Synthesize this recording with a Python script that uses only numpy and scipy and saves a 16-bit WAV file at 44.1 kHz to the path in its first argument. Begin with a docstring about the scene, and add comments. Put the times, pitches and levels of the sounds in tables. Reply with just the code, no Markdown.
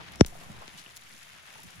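"""Outdoors, close under a hand-held phone, a hand swirls and squeezes wet rice in a steel basin over low wind.
At 0.2 s a hard tap on the case, by the left port, thumps; slosh, swish and hiss then dip briefly.
Crackles come before and after, bubbles only after; weaker taps follow up to 0.86 s; gurgles come and go.
Grainy noise makes swish, water and wind; noise bursts crackle, damped tones are bubbles, impulses are taps.
Last, the recorder's phase-turning filters smear each tap into a falling thump."""
import sys
import numpy as np
from scipy import signal
from scipy.fft import rfft, irfft
from scipy.io import wavfile
from scipy.ndimage import uniform_filter1d

SR = 44100
rng = np.random.default_rng(int(sys.argv[2]) if len(sys.argv) > 2 else 0)


def magnitude_from_level(level_db):
    """Linear magnitude for a level in decibels (20 dB per decade)."""
    exponent = np.asarray(level_db, float) / 20
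    return 10 ** exponent


def unload_wav(signal):
    """Save mono or channel-first audio to the path in sys.argv[1] as 16-bit WAV at rate SR, clipped to [-1, 1]."""
    wavfile.write(
        sys.argv[1],
        SR,
        np.round(np.clip(np.atleast_2d(signal).T, -1, 1) * 32767).astype(np.int16),
    )


N = 79380  # samples, 1.8 s
T = np.arange(N) / SR  # s
F = np.arange(N // 2 + 1) * SR / N + 1e-3  # Hz, kept off zero for the logarithms

# Noise colours of rice, water and wind: f/Hz, relative level/dB
SWISH_COLOUR = [(900, -8), (1400, -3.5), (2000, -1.5), (3500, -5.5), (4600, -11.5), (6000, -15)]
HISS_COLOUR = [(4000, -8.5), (5500, -3), (7000, -1), (8600, -3), (10800, -4), (12300, -7.5), (13200, -21.5),
               (14900, -6), (15800, -19.5)]
SLOSH_COLOUR = [(280, -9), (450, -6.5), (700, -0.5), (1050, -3.5), (1500, -8)]
GURGLE_COLOUR = [(120, -9), (175, 0.5), (230, -3.5), (310, -12)]
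WIND_COLOUR = [(25, -22.5), (45, -6.5), (80, -3), (130, -3), (200, -13.5)]
# Their courses, before flicker and dip: t/s, level/dB
SWISH_COURSE = [(0, -49), (.3, -56.5), (.4, -52), (.75, -52), (1.05, -54), (1.451, -52.5), (1.8, -53)]
HISS_COURSE = [(0, -60), (1.8, -59)]
SLOSH_COURSE = [(0, -44), (0.033, -57.5), (.3, -58), (.63, -51.5), (.67, -61), (1.27, -66.5), (1.55, -59),
                (1.8, -64)]
GURGLE_COURSE = [(0, -56), (.3, -60), (.43, -53.5), (.56, -55.5), (.62, -68.5), (0.761, -62), (.82, -70.5),
                 (1.05, -73), (1.075, -61), (1.125, -62.5), (1.16, -56), (1.2, -71.5), (1.57, -69),
                 (1.6, -59.5), (1.8, -64)]
WIND_COURSE = [(0, -56), (.3, -57.5), (.42, -58), (.5, -49.5), (.6, -56.5), (.65, -63), (.7, -60.5),
               (.82, -65), (1.48, -66.5), (1.66, -56.5), (1.725, -67.5), (1.8, -46.5)]
# Dip of slosh, swish and hiss after the hardest tap: from t/s, to t/s, level/dB
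DIP = (.21, .26, -6)
# Wet crackles of squeezed grains: t/s, length/s, relative level/dB, centre f/Hz
CRACKLES = [(0.12, 0.0028, -45, 8900), (.157, 0.0047, -39.5, 4640), (0.263, .0012, -26.5, 9900),
            (0.261, 0.0065, -46, 3490), (0.266, 0.0124, -44, 7000), (0.282, 0.0077, -45, 6100),
            (0.35, 0.0046, -51, 9100), (0.775, 0.038, -42, 4140), (0.962, 0.0035, -38.5, 7930),
            (0.9677, 0.0028, -35, 6500), (0.9741, 0.00205, -37, 6600), (.908, 0.011, -46, 2400),
            (1.126, 0.0098, -47.5, 3340), (1.229, 0.0073, -45, 3500), (1.704, 0.0053, -44, 4500),
            (1.631, 0.011, -46, 8000)]
# Bubbles: t/s, starting f/Hz, starting level/dB, 60 dB decay time/s
BUBBLES = [(0.2631, 6100, -31, 0.013), (.323, 700, -42.5, 0.06), (0.352, 679, -39, 0.025),
           (.412, 700, -42.5, 0.047), (0.621, 1040, -36, 0.038), (0.779, 2950, -44.5, 0.06),
           (.862, 2790, -33.5, 0.012), (1.557, 880, -41.5, 0.04), (1.592, 890, -42, 0.037)]
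# Taps on the case, the hardest in the first row: t/s, relative level/dB, lift/dB, lift centre f/Hz
TAPS = [(0.2096, 16.5, 0, 3200), (.198, -9, -14, 3200), (0.2215, -37, 9, 5000), (0.248, -25.5, 25, 3330),
        (0.6797, -31.5, 26, 4000), (0.8629, -27.5, -15, 3200)]
# Ringing heard around the hardest tap, near 5.5 kHz: f/Hz, gain/dB
RING_AROUND_TAP = [(4900, 0), (5320, 9), (5470, -24), (5630, 15.5), (5900, 5), (6170, -10), (6600, 1)]
# What a tap gives the left and the right port: f/Hz, relative level/dB
TAP_LEFT = [(28, -13), (46, -22), (65, -2), (200, 1.5), (400, -3.5), (720, -10), (1080, -18), (1500, -16.5),
            (2500, -22.5), (4500, -26), (7000, -29), (8600, -36.5), (10500, -73)]
TAP_RIGHT = [(28, -13), (46, -31), (65, -4), (180, 1), (400, -2.5), (720, -20), (1080, -20), (1600, -39.5),
             (2600, -51), (7000, -46.5), (10500, -72)]
# Stereo image, that of the microphone ports only below 8 kHz:
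# f/Hz, likeness (0-1), right leads/rad, left minus right/dB
STEREO = [(80, 1, 1.86, 0.5), (248.2, 0, -0.5, -0.9), (427, 0.9, 0.3, 1.5), (700, 0.1, 1.3, 2),
          (1300, 0, 2.5, 1.5), (2600, 0.09, 0.34, 2.5), (5500, 0.1, -0.6, 6), (7000, 0.3, 1.04, 0.5),
          (8130, 0.7, 3, -1), (11700, 0.94, 7, 0.5), (14100, 1, 10.5, 0), (15300, 0.87, 10.5, -7.5)]
# Phase-turning filters: turns per factor e of frequency, up to f/Hz, constant turn/turns
SMEAR = (1.17, 2500, .27)


def over_hz(table, column=1):
    """Interpolates one column of a table over log frequency."""
    rows = np.array(table, float)
    return np.interp(np.log(F), np.log(rows[:, 0]), rows[:, column])


def walk(rate_hz):
    """Random levels, each held for one period of the rate, then smoothed twice."""
    hold = int(SR / rate_hz)
    steps = np.repeat(rng.standard_normal(N // 100), hold)[:N]
    return uniform_filter1d(uniform_filter1d(steps, hold), hold)


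def stereo(make):
    """Left and right spectra: a shared sound, phase-turned on the right, plus each side's own sound."""
    likeness = np.clip(over_hz(STEREO), 0, 1)
    shared, left, right = (rfft(make()) for _ in range(3))
    shared = np.sqrt(likeness) * shared
    own = np.sqrt(1 - likeness)
    turn = np.exp(1j * over_hz(STEREO, column=2))
    tilt = magnitude_from_level(over_hz(STEREO, column=3) / 2)
    return np.array([tilt * (shared + own * left), (shared * turn + own * right) / tilt])


def bed(colour, course, grain_db, flicker_db, flicker_hz):
    """Dense noise grains of uneven size, coloured, flickering about a level course."""
    draws = np.minimum(rng.exponential(size=N // 40 + 1), 3.5)
    size = magnitude_from_level(grain_db * draws).repeat(40)[:N]  # each grain is 40 samples
    lowest, highest = colour[0][0], colour[-1][0]
    skirt = np.minimum(F / lowest, 1) ** 3 * np.minimum(highest / F, 1) ** 3
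    grains = stereo(lambda: size * rng.standard_normal(N))
    x = irfft(grains * magnitude_from_level(over_hz(colour)) * skirt, N)
    level_db = np.interp(T, *np.array(course).T) + flicker_db * walk(flicker_hz)
    return x / x.std() * magnitude_from_level(level_db)


def rice_swish():
    """Stirred grains rub past each other: grainy noise strongest around 2 kHz."""
    return bed(SWISH_COLOUR, SWISH_COURSE, grain_db=2.5, flicker_db=1.5, flicker_hz=43)


def rice_hiss():
    """The finest part of the rubbing: treble noise with the most uneven grains."""
    return bed(HISS_COLOUR, HISS_COURSE, grain_db=3.5, flicker_db=2.0, flicker_hz=8.7)


def crackles():
    """Squeezed wet grains spit short bursts of broad noise around each centre."""
    spectra = 0
    for start, length, db, centre in CRACKLES:
        age = np.clip(T - start, 0, 1)
        shape = magnitude_from_level(db) * (1 - np.exp(-age / 0.0002)) * np.exp(-(age / length) ** 2)
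        spit = magnitude_from_level(2.7 * rng.standard_normal(N // 30 + 1)).repeat(30)[:N]
        burst = stereo(lambda: shape * spit * rng.standard_normal(N))
        spectra = spectra + burst / np.sqrt(1 + (0.74 * (F / centre - centre / F)) ** 4)
    return irfft(spectra, N)


def slosh():
    """Water moving with the rice: grainy noise in the middle range."""
    return bed(SLOSH_COLOUR, SLOSH_COURSE, grain_db=2.5, flicker_db=2.5, flicker_hz=43)


def bubbles():
    """Each bubble rings as a damped tone that rises a little."""
    left = 0
    for start, hz, db, t60 in BUBBLES:
        age = np.clip(T - start, 0, 1)
        envelope = magnitude_from_level(db - 60 * age / t60) * (1 - np.exp(-age / 0.00022))
        left = left + envelope * np.sin(2 * np.pi * hz * age * (1 + 0.029 * age / t60))
    to_right = np.exp(1j * over_hz(STEREO, column=2)) * magnitude_from_level(-over_hz(STEREO, column=3))
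    return np.array([left, irfft(rfft(left) * to_right, N)])


def gurgle():
    """Water gurgles low: noise around 200 Hz that flickers strongly."""
    return bed(GURGLE_COLOUR, GURGLE_COURSE, grain_db=-1.5, flicker_db=5, flicker_hz=41)


def taps():
    """Each tap is one impulse through the case; the right port gets it duller and a little earlier."""
    lead_rad, lead_s = 0.42, 0.00025
    hits = []
    for start, db, lift_db, hz in TAPS:
        lift = lift_db / (1 + (0.76 * np.log(F / hz)) ** 2)
        hits.append(magnitude_from_level(db + lift) * np.exp(-2j * np.pi * F * start))
    # zero-phase gain, so the ringing falls before and after the hardest tap
    blows = hits[0] * magnitude_from_level(over_hz(RING_AROUND_TAP)) + sum(hits[1:])
    lead = np.exp(1j * (lead_rad + 2 * np.pi * F * lead_s))
    paths = np.array([magnitude_from_level(over_hz(TAP_LEFT)), lead * magnitude_from_level(over_hz(TAP_RIGHT))])
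    return 10 * irfft(blows * paths, N)


def dip_after_tap():
    """Gain that dips briefly after the hardest tap, with softened edges."""
    start, end, db = DIP
    inside = 1. * (T > start) * (T < end)
    return magnitude_from_level(db * uniform_filter1d(inside, size=200))


def wind():
    """Wind rumbles at the phone: low noise swelling in gusts."""
    return bed(WIND_COLOUR, WIND_COURSE, grain_db=-0.2, flicker_db=-0.5, flicker_hz=70)


def scene():
    """Rice and water in the basin, taps on the phone and the wind, in stereo."""
    stirred = dip_after_tap() * (rice_swish() + rice_hiss() + slosh())
    return stirred + crackles() + bubbles() + gurgle() + taps() + wind()


def band_limit(x):
    """A steep low-pass at the top of the band."""
    return signal.sosfilt(signal.butter(12, 16940, fs=SR, output="sos"), x)


def record(dry):
    """The recorder's phase-turning filters bring the lows late; the top is cut near 15.9 kHz."""
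    turns, up_to_hz, constant = SMEAR
    phase = constant - turns * np.log(F / (F + up_to_hz))  # in turns
    top_cut = 1 / (1 + (F / 15900) ** 40)
    mix = irfft(rfft(dry) * np.exp(2j * np.pi * phase) * top_cut, N)
    return band_limit(mix)


dry = scene()
out = record(dry)
unload_wav(out)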